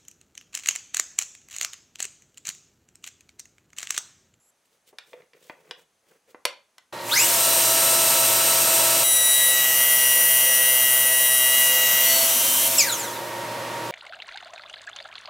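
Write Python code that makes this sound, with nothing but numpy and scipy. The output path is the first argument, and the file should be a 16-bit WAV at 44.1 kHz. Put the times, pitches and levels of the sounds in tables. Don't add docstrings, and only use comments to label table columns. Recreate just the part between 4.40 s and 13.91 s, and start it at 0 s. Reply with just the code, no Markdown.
import sys
import numpy as np
from scipy import signal
from scipy.fft import rfft, irfft, next_fast_len
from scipy.io import wavfile

SR = 44100
rng = np.random.default_rng(int(sys.argv[2]) if len(sys.argv) > 2 else 0)


def generate_wav(sig):
    pcm = np.round(np.clip(np.atleast_2d(sig).T, -1, 1) * 32767).astype(np.int16)
    wavfile.write(sys.argv[1], SR, pcm)


N = 419391
T = np.arange(N) / SR
SWITCH_ON_S, OVERSHOOT_AT_S, FEED_START_S, TRIGGER_OFF_S, BRAKE_ON_S = 2.524, 2.86, 4.635, 8.28, 8.38
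FULL_SPEED_HZ, ROTOR_TEETH, WHEEL_TEETH, ROTOR_SLOTS = 219.9, 13, 22, 36


def from_db(db):
    return 10 ** (np.asarray(db) / 20)

def rms_one(x):
    return x / np.sqrt(np.mean(x ** 2) + 1e-20)

def in_time(rows):
    times, *columns = np.transpose(rows)
    return [np.interp(T, times, column) for column in columns]

def at_hz(points, hz):
    known_hz, values = np.transpose(points)
    return np.interp(np.log(np.maximum(hz, 1e-3)), np.log(known_hz), values)

def drift(rate, step=40):
    pole = np.exp(-2 * np.pi * step * rate / SR)
    slow = signal.lfilter([1], [1, -2 * pole, pole * pole], rng.standard_normal(N // step + 2002))[2000:]
    return np.interp(np.arange(N) / step, np.arange(len(slow)), rms_one(slow))

def after(start, rise_s=.004):
    return np.clip((T - start) / rise_s, 0, 1)

def held(start, end, rise, fall):
    return (1 + np.tanh((T - start) / (2 * rise))) * (1 - np.tanh((T - end) / (2 * fall))) / 4

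def tone(turns, flutter=0., rate=10):
    return np.sqrt(2) * np.sin(2 * np.pi * turns) * (1 + flutter * drift(rate))

def ring(x, hz, t60):
    pole, angle = from_db(-60 / (t60 * SR)), 2 * np.pi * hz / SR
    return signal.lfilter([0, np.sin(angle)], [1, -2 * pole * np.cos(angle), pole * pole], x + 1e-18)

def bandpass(x, low_hz, high_hz):
    return signal.sosfilt(signal.butter(2, [low_hz, high_hz], "band", fs=SR, output="sos"), x)

def pan(x, db):
    return x * from_db(np.array([[db], [-db]]) / 2)

# frequency in Hz, side against mid in dB.
STEREO_WIDTH = [(30, -10), (70, -27), (250, -34.5), (600, -10.5), (1100, -6), (2500, -10.5), (5000, -12),
                (9000, -19.5), (14000, -14.5)]
def noise(spectrum):
    size = next_fast_len(N, real=True)
    hz = np.arange(size // 2 + 1) * SR / size
    mid, side = rfft(rng.standard_normal((2, size))) * from_db(at_hz(spectrum, hz))
    side = side * from_db(at_hz(STEREO_WIDTH, hz))
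    return rms_one(irfft([mid + side, mid - side], size)[:, :N])

# frequency in Hz, relative level in dB.
ROOM_COLOUR = [(40, -1), (100, -3), (200, 0.5), (320, -0.5), (500, 3.5), (1000, 0), (2000, -2.5),
               (3700, -6), (5600, -6.5), (6350, -1), (7000, -7), (10000, -7), (16000, -21)]
def room_tone():
    return from_db(-70.5) * noise(ROOM_COLOUR)

# time in seconds, pitch in Hz, level in dB.
WHISTLE_PATH = [(0, 7240, -70), (0.06, 7550, -68), (0.105, 7600, -65), (0.115, 7650, -120)]
def whistle():
    hz, db = in_time(WHISTLE_PATH)
    turns = np.cumsum(hz) / SR
    lower = tone(turns + .4 * drift(150))
    upper = from_db(-4) * tone(1.48 * turns + .5 * drift(150))
    return from_db(db) * (lower + upper)

# centre and half length in seconds, hollow and hiss levels in dB.
RUBS = [(0.265, .01, -78, -67), (0.34, 0.025, -72, -69), (0.489, 0.014, -65, -57.5),
        (0.696, 0.035, -70, -62.5), (0.806, 0.035, -59, -74), (0.965, 0.017, -59.5, -72),
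        (1.06, 0.041, -64.5, -59), (1.204, .04, -65, -72), (1.296, 0.026, -58, -67),
        (1.403, 0.021, -59, -62), (1.718, .04, -61, -67.5), (1.904, 0.018, -60.5, -64)]
# frequency in Hz, relative level in dB.
HOLLOW_COLOUR = [(90, -30), (160, -5), (280, -13), (480, 5), (750, -15), (1100, -13), (2400, -13),
                 (4000, -34)]
HISS_COLOUR = [(1500, -15), (3000, -1), (4500, -5), (8000, -4), (11000, -10), (16000, -7)]
def handling():
    centre, half_length, hollow_db, hiss_db = np.transpose(RUBS)
    strokes = np.exp(-.5 * ((T - centre[:, None]) / half_length[:, None]) ** 2)
    hollow = from_db(hollow_db) @ strokes * from_db(3.6 * drift(50)) * noise(HOLLOW_COLOUR)
    hiss = from_db(hiss_db) @ strokes * from_db(2.5 * drift(80)) * noise(HISS_COLOUR)
    return hollow + hiss

# start in seconds, strength in dB, low and high band
# edges in Hz, note in Hz, contact time in milliseconds.
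CONTACTS = [(0.528, -41, 200, 900, 420, 12), (0.585, -31, 850, 7000, 1420, 2.5),
            (0.586, -33, 1050, 6000, 2900, 1.4), (0.732, -32.5, 350, 2540, 1970, 2.8),
            (0.736, -26.5, 350, 703, 492, 3.6), (0.82, -49, 400, 3000, 2850, 3.6),
            (0.934, -46, 500, 4500, 2850, 2.7), (1.097, -24.5, 150, 1780, 1900, 3.7),
            (1.310, -23, 300, 5130, 476, 2.5), (1.946, -30, 250, 1600, 484, 2.7),
            (2.0528, -10.5, 450, 10500, 3260, 2.6), (2.382, -36, 700, 7950, 3770, 2)]
# frequency in Hz, relative level in dB, seconds to fall 60 dB.
JIG_MODES = [(478, -8.5, 0.083), (990, -1.5, 0.028), (1540, -5, .025), (2030, 6, 0.02), (2390, 4, 0.027),
             (2960, 0.5, 0.017), (3400, 1.5, 0.011), (4650, 1, 0.0073), (5500, -10, .012)]
# frequency in Hz, relative level in dB.
CRACK_COLOUR = [(100, -15), (400, -0.5), (1500, -6), (3200, 0), (5500, -4), (7000, -9.5), (9000, -5.5),
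                (16000, -5)]
def knocks(size=8820):
    direct, t = np.zeros(N), np.arange(size) / SR
    grit = noise(CRACK_COLOUR)[0]
    for start, db, low_hz, high_hz, note_hz, contact_ms in CONTACTS:
        i = round(start * SR)
        crack = grit[i:i + size] * (np.exp(-t * 1e3 / contact_ms) + .11 * np.exp(-t / .011))
        jig = 0
        for hz, mode_db, t60 in JIG_MODES:
            height = from_db(mode_db + rng.normal(0, 2.7)) * rng.choice([-1, 1])
            jig += height * np.sin(2 * np.pi * hz * t) * from_db(-60 * t / t60)
        note = from_db(-10.5) * np.sin(2 * np.pi * note_hz * t) * np.exp(-t * note_hz / 4.4)
        hit = bandpass(from_db(-.5) * crack + from_db(-15) * jig + note, low_hz, high_hz)
        direct[i:i + size] += from_db(db) * (hit + from_db(-36) * crack)
    return direct + from_db(-11) * shop_reverb(direct)

# frequency in Hz, seconds to fall 60 dB.
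SHOP_DECAY = [(100, 0.42), (1000, 0.27), (3500, 0.31), (7000, 0.19), (16000, .17)]
# frequency in Hz, relative level in dB.
WALL_COLOUR = [(100, -20.5), (800, 6), (3300, 0), (6000, -1), (16000, -10)]
def shop_reverb(x, size=22050):
    t, tail = np.arange(size) / SR, 0
    edges = np.geomspace(60, 17000, 9)
    for low, high in zip(edges, edges[1:]):
        hz = np.sqrt(low * high)
        mid, side = bandpass(rng.standard_normal((2, size)), low, high)
        decay = from_db(at_hz(WALL_COLOUR, hz) - 60 * t / at_hz(SHOP_DECAY, hz))
        tail += (mid + .33 * side * [[1], [-1]]) * decay
    return signal.fftconvolve(x[None], rms_one(tail) / np.sqrt(size), axes=1)[:, :N]

# frequency in Hz, relative level in dB.
HUM_TONES = [(118.4, -48.5), (349.9, -46.5), (549.1, -46.5), (613.7, -50.5), (936.7, -38.5), (1141, -48),
             (1873, -48)]
SUCTION_COLOUR = [(18, -24), (30, -22), (81, -21), (108, -7.5), (279, -3.5), (344, -2.5), (435, -3),
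                  (551, 0.5), (698, -4.5), (931, -3.5), (1380, -5.5), (1840, -6), (4980, -14.5),
                  (12800, -21.5), (15800, -28)]
# resonance in Hz, bandwidth in Hz, relative level in dB.
HOSE_MODES = [(128, 14, -81), (336, 23, -55), (544, 36, -40.5), (614, 18, -45), (921, 66, -40.5)]
def extractor(spool_db=-4, spool_s=.26, recorder_gain_db=-10.5):
    hum = hose = 0
    for hz, db in HUM_TONES:
        hum += from_db(db) * tone(hz * (T + .00008 * drift(3.1)), flutter=.16, rate=12)
    for hz, width, db in HOSE_MODES:
        airflow = np.diff(rng.standard_normal(N + 1))
        hose += from_db(db) * rms_one(ring(airflow, hz, t60=np.log(1000) / (np.pi * width)))
    suction = from_db(-34.5) * noise(SUCTION_COLOUR)
    turned_down = after(FEED_START_S) * (1 - after(7.13, rise_s=1.92))
    spooling = np.exp(-np.maximum(T - SWITCH_ON_S, 0) / spool_s)
    level = from_db(.5 + spool_db * spooling + recorder_gain_db * turned_down) * after(SWITCH_ON_S)
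    return pan((hum + hose + suction) * level, db=-1)

def brush_ring():
    housing = rms_one(ring(rng.standard_normal(N), hz=4060, t60=.013))
    return from_db(-48.5) * housing * after(SWITCH_ON_S) * (1 - after(OVERSHOOT_AT_S))

# time in seconds, speed in turns per second.
COUNTERSHAFT_SPEED = [(4.68, 129.78), (4.84, 129.33), (5.16, 129.34), (5.4, 128.83), (5.48, 129.08),
                      (5.96, 129.0), (6.16, 128.9), (6.24, 128.33), (6.28, 129.06), (6.52, 128.71),
                      (6.56, 128.91), (7.04, 128.8), (7.16, 129.81), (7.52, 128.93), (7.64, 129.44),
                      (7.72, 130.83), (8.16, 129.56), (8.24, 130.02)]
def rotor_speed(ungoverned_hz=244.7, run_up_mid_s=2.739, overshoot_hz=14, settle_s=.09, brake_s=.6):
    run_up = ungoverned_hz * (1 + np.tanh((T - run_up_mid_s) / .086)) / 2
    governed = FULL_SPEED_HZ + overshoot_hz * np.exp(-np.maximum(T - OVERSHOOT_AT_S, 0) / settle_s)
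    feeding = in_time(COUNTERSHAFT_SPEED)[0] * WHEEL_TEETH / ROTOR_TEETH
    driven = np.where(T < FEED_START_S, np.minimum(run_up, governed), feeding)
    return driven / (1 + np.maximum(T - BRAKE_ON_S, 0) / brake_s) ** 3.75

def octaves_down(speed):
    return np.log2(FULL_SPEED_HZ / (speed + 1e-9))

# frequency in Hz, relative level in dB.
FREE_COLOUR = [(120, -49), (200, -18.5), (610, -15.5), (644, -10), (706, -16.5), (929, -8), (1040, -11),
               (1340, -11), (2080, -11.5), (2630, -8.5), (4900, -9), (8330, -4), (10000, -7.5),
               (12700, -5.5), (15800, -10)]
CUT_COLOUR = [(90, -12), (180, -4), (300, -8), (550, -3), (900, 0.5), (1500, -0.5), (2800, 5.5),
              (3500, 1.5), (5000, 2.5), (6500, 7.5), (9000, 6.5), (11000, 4.5), (12500, 10), (15000, 12),
              (16000, -0.5)]
DEEP_COLOUR = [(120, -50), (200, -23), (258, 0.5), (294, -32), (610, -15), (656, -8), (788, -16),
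               (929, -8.5), (1670, -11.5), (3050, -3.5), (4560, -7), (4810, -9), (5680, -2.5),
               (14200, -1.5), (15800, -7.5)]
# time in seconds, level at full speed in dB.
CUT_AIR_LEVEL = [(4.65, -26.5), (5.2, -22.5), (6.3, -24), (7.09, -26), (7.15, -22.5), (7.7, -20.5),
                 (8.2, -21.5)]
def air_rush(speed, free_db=-19, db_per_octave=7):
    cutting, deep = after(FEED_START_S), after(7.58, rise_s=.18)
    free_air = noise(FREE_COLOUR)
    cut_air = np.sqrt(1 - deep) * noise(CUT_COLOUR) + np.sqrt(deep) * noise(DEEP_COLOUR)
    rush = (1 - cutting) * free_air + cutting * cut_air
    level_db = (1 - cutting) * free_db + cutting * in_time(CUT_AIR_LEVEL)[0]
    level_db += .25 * drift(20) - db_per_octave * octaves_down(speed)
    return pan(rush * after(SWITCH_ON_S, rise_s=.08) * from_db(level_db), db=.3)

# start and end in seconds, relative levels of mesh, rasp and slot
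# whine in dB, the whine's loss in dB per halving of speed, its loss in dB per harmonic.
TORQUE_SURGES = [(2.689, 2.85, 1.5, -6, -17.5, 3, 28), (8.38, 9.0, -1.5, 1.5, -20, 8, 3)]
# frequency in Hz, gain in dB.
MESH_RESPONSE = [(470, -58), (1120, -38), (1450, -23), (1700, -30), (2300, -20), (3000, -25)]
RASP_RESPONSE = [(900, -46), (1600, -39), (2400, -50), (3800, -41), (4900, -17), (5500, -17), (6100, -27)]
HOUSING_RESPONSE = [(500, -14), (2000, -11), (3100, -9), (4000, 4), (5000, -5), (6400, 5.5), (8000, -1),
                    (12000, -10), (16000, -16), (20000, -80)]
def torque_howl(speed, turns):
    mesh_hz, mesh_turns = ROTOR_TEETH * speed, ROTOR_TEETH * turns
    shudder = np.where(T < FEED_START_S, .25, .05) * drift(160)
    slot_turns = ROTOR_SLOTS * turns + shudder
    mesh = from_db(at_hz(MESH_RESPONSE, mesh_hz)) * tone(mesh_turns, flutter=.33, rate=52)
    rasp = tone(2 * mesh_turns + .25 * drift(148), flutter=.3, rate=130)
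    rasp *= from_db(at_hz(RASP_RESPONSE, 2 * mesh_hz))
    harmonics, howl = [], 0
    for k in range(1, 6):
        radiated_db = at_hz(HOUSING_RESPONSE, k * ROTOR_SLOTS * speed) + 3 * drift(19)
        harmonics.append(from_db(radiated_db) * np.sin(2 * np.pi * k * slot_turns))
    for start, end, mesh_db, rasp_db, slot_db, slowing_db, fall_db in TORQUE_SURGES:
        slots = sum(from_db(-fall_db * k) * harmonic for k, harmonic in enumerate(harmonics))
        slots *= from_db(slot_db + 3.5 - slowing_db * np.minimum(octaves_down(speed), 10))
        slots *= 1 + .37 * drift(120)
        torque = held(start, end, rise=.0019, fall=.014)
        howl += torque * (from_db(mesh_db) * mesh + from_db(rasp_db) * rasp + slots)
    return from_db(-4) * howl + from_db(-11.5) * shop_reverb(howl)

def revolving(turns, lines, loose, rate, size=8192):
    multiples, db = np.transpose(lines)
    position = (turns % 1 * size).astype(int) % size
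    blend = np.array([drift(rate) for _ in range(4)])
    blend /= np.linalg.norm(blend, axis=0)
    pattern = 0
    for weight in [np.sqrt(1 - loose), *(np.sqrt(loose) * blend)]:
        orders = np.zeros(size // 2 + 1, complex)
        orders[np.round(multiples).astype(int)] = from_db(db) * np.exp(2j * np.pi * rng.random(len(db)))
        pattern += weight * (irfft(orders) * size / np.sqrt(2))[position]
    return pattern

# multiple of rotor speed, relative level in dB.
ROTOR_ORDERS = [(3, -29), (6, -37.5), (12, -39), (13, -39.5), (14, -47), (18, -36), (21, -43), (24, -42),
                (26, -36), (36, -40), (37, -35), (38, -34.5), (39, -27.5), (48, -52), (52, -50), (54, -31),
                (63, -40)]
# time in seconds, gain in dB.
DRONE_GAIN = [(4.6, -3.5), (4.7, -14.5), (7.55, -10.5), (7.8, -2.5), (8.12, -18), (8.33, -7)]
def rotor_whine(speed, turns, db_per_octave=25):
    (drone_multiple, drone_db), *upper_orders = ROTOR_ORDERS
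    drone_level = from_db(drone_db + in_time(DRONE_GAIN)[0] - db_per_octave * octaves_down(speed))
    drone = drone_level * tone(drone_multiple * turns, flutter=.12, rate=12)
    whine = (1 - after(FEED_START_S)) * revolving(turns, upper_orders, loose=.12, rate=12)
    return after(2.813, rise_s=.24) * (pan(drone, db=-2.15) + pan(whine, db=.2))

# multiple of countershaft speed, relative level in dB.
MESH_TONES = [(15, -57), (22, -39.5), (24, -43.5), (30, -41.5), (34, -54), (45, -37), (60, -44),
              (75, -36.5), (94, -41), (105, -46), (108, -37), (117, -47)]
TOOTH_SIDEBANDS = [(1, -58.5), (2, -59), (4, -42.5), (16, -38), (17, -51), (20, -43.5), (21, -42),
                   (23, -39), (25, -38), (43, -44.5), (44, -39), (47, -38.5), (48, -47.5), (51, -58),
                   (52, -62), (55, -59), (61, -38), (65, -44), (72, -48), (73, -58), (77, -44), (80, -60),
                   (90, -36.5), (92, -50), (96, -53), (99, -33), (104, -49), (108, -32), (109, -49),
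                   (114, -43), (117, -45), (120, -46)]
BUZZ_OUTLINE = [(3, -63), (12, -53), (25, -59), (38, -62), (48, -51.5), (70, -45.5), (85, -47), (97, -43),
                (110, -47), (122, -56)]
# start and end in seconds, multiple, relative level in dB.
TONE_SWELLS = [(4.64, 5.22, 30, -29.5), (4.62, 5.2, 60, -32), (4.62, 5.13, 75, -23), (4.66, 4.9, 45, -34),
               (4.78, 7.75, 15, -29.5), (4.82, 7.62, 105, -32), (5.12, 7.5, 22, -34.5),
               (5.33, 6.38, 75, -25.5), (5.5, 7.3, 117, -35), (5.7, 6, 94, -29), (5.97, 5.9, 105, -25),
               (6.03, 6.17, 45, -35), (6.7, 7.6, 30, -42), (6.18, 6.31, 25, -32), (6.398, 7.3, 75, -26),
               (7.119, 7.68, 22, -35.5), (7.69, 7.85, 34, -29), (7.97, 8.26, 24, -35.5)]
def gear_song(turns, wander_db=2):
    shaft = turns * ROTOR_TEETH / WHEEL_TEETH
    heights = {k: from_db(db + wander_db * drift(.93)) for k, db in MESH_TONES}
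    for start, end, k, db in TONE_SWELLS:
        ease_s = .052 * np.sqrt(abs(end - start))
        heights[k] = heights.get(k, 0) + from_db(db) * held(start, end, ease_s, ease_s)
    tones = sum(height * tone(k * shaft, flutter=.17, rate=15) for k, height in heights.items())
    bite = from_db(-7) + from_db(-5) * held(5.07, 7.9, rise=.056, fall=.056)
    sidebands = bite * revolving(shaft, TOOTH_SIDEBANDS, loose=.25, rate=5)
    between = np.setdiff1d(np.arange(3, 123), [k for k, _ in TOOTH_SIDEBANDS + MESH_TONES])
    buzz_db = 3.3 + at_hz(BUZZ_OUTLINE, between) + rng.normal(0, 2, len(between))
    buzz = revolving(shaft, np.c_[between, buzz_db], loose=.45, rate=4)
    pressure = 1 + .06 * np.cos(2 * np.pi * shaft)
    driven = after(FEED_START_S) * (1 - after(TRIGGER_OFF_S))
    return driven * pressure * (pan(from_db(.58) * tones, db=1) + pan(sidebands + buzz, db=.18))

def scene():
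    speed = rotor_speed() * (1 + .00022 * drift(30) + .0002 * drift(2))
    turns = np.cumsum(speed) / SR
    saw = rotor_whine(speed, turns) + gear_song(turns) + torque_howl(speed, turns)
    saw += brush_ring() + air_rush(speed)
    return saw + extractor() + knocks() + handling() + room_tone() + whistle()

def record(dry, low_cut_hz=55, high_cut_hz=15850):
    lean = signal.sosfilt(signal.butter(2, low_cut_hz, "high", fs=SR, output="sos"), dry)
    return signal.sosfilt(signal.ellip(12, .1, 80, high_cut_hz, fs=SR, output="sos"), lean)


dry = scene()
out = record(dry)
generate_wav(out)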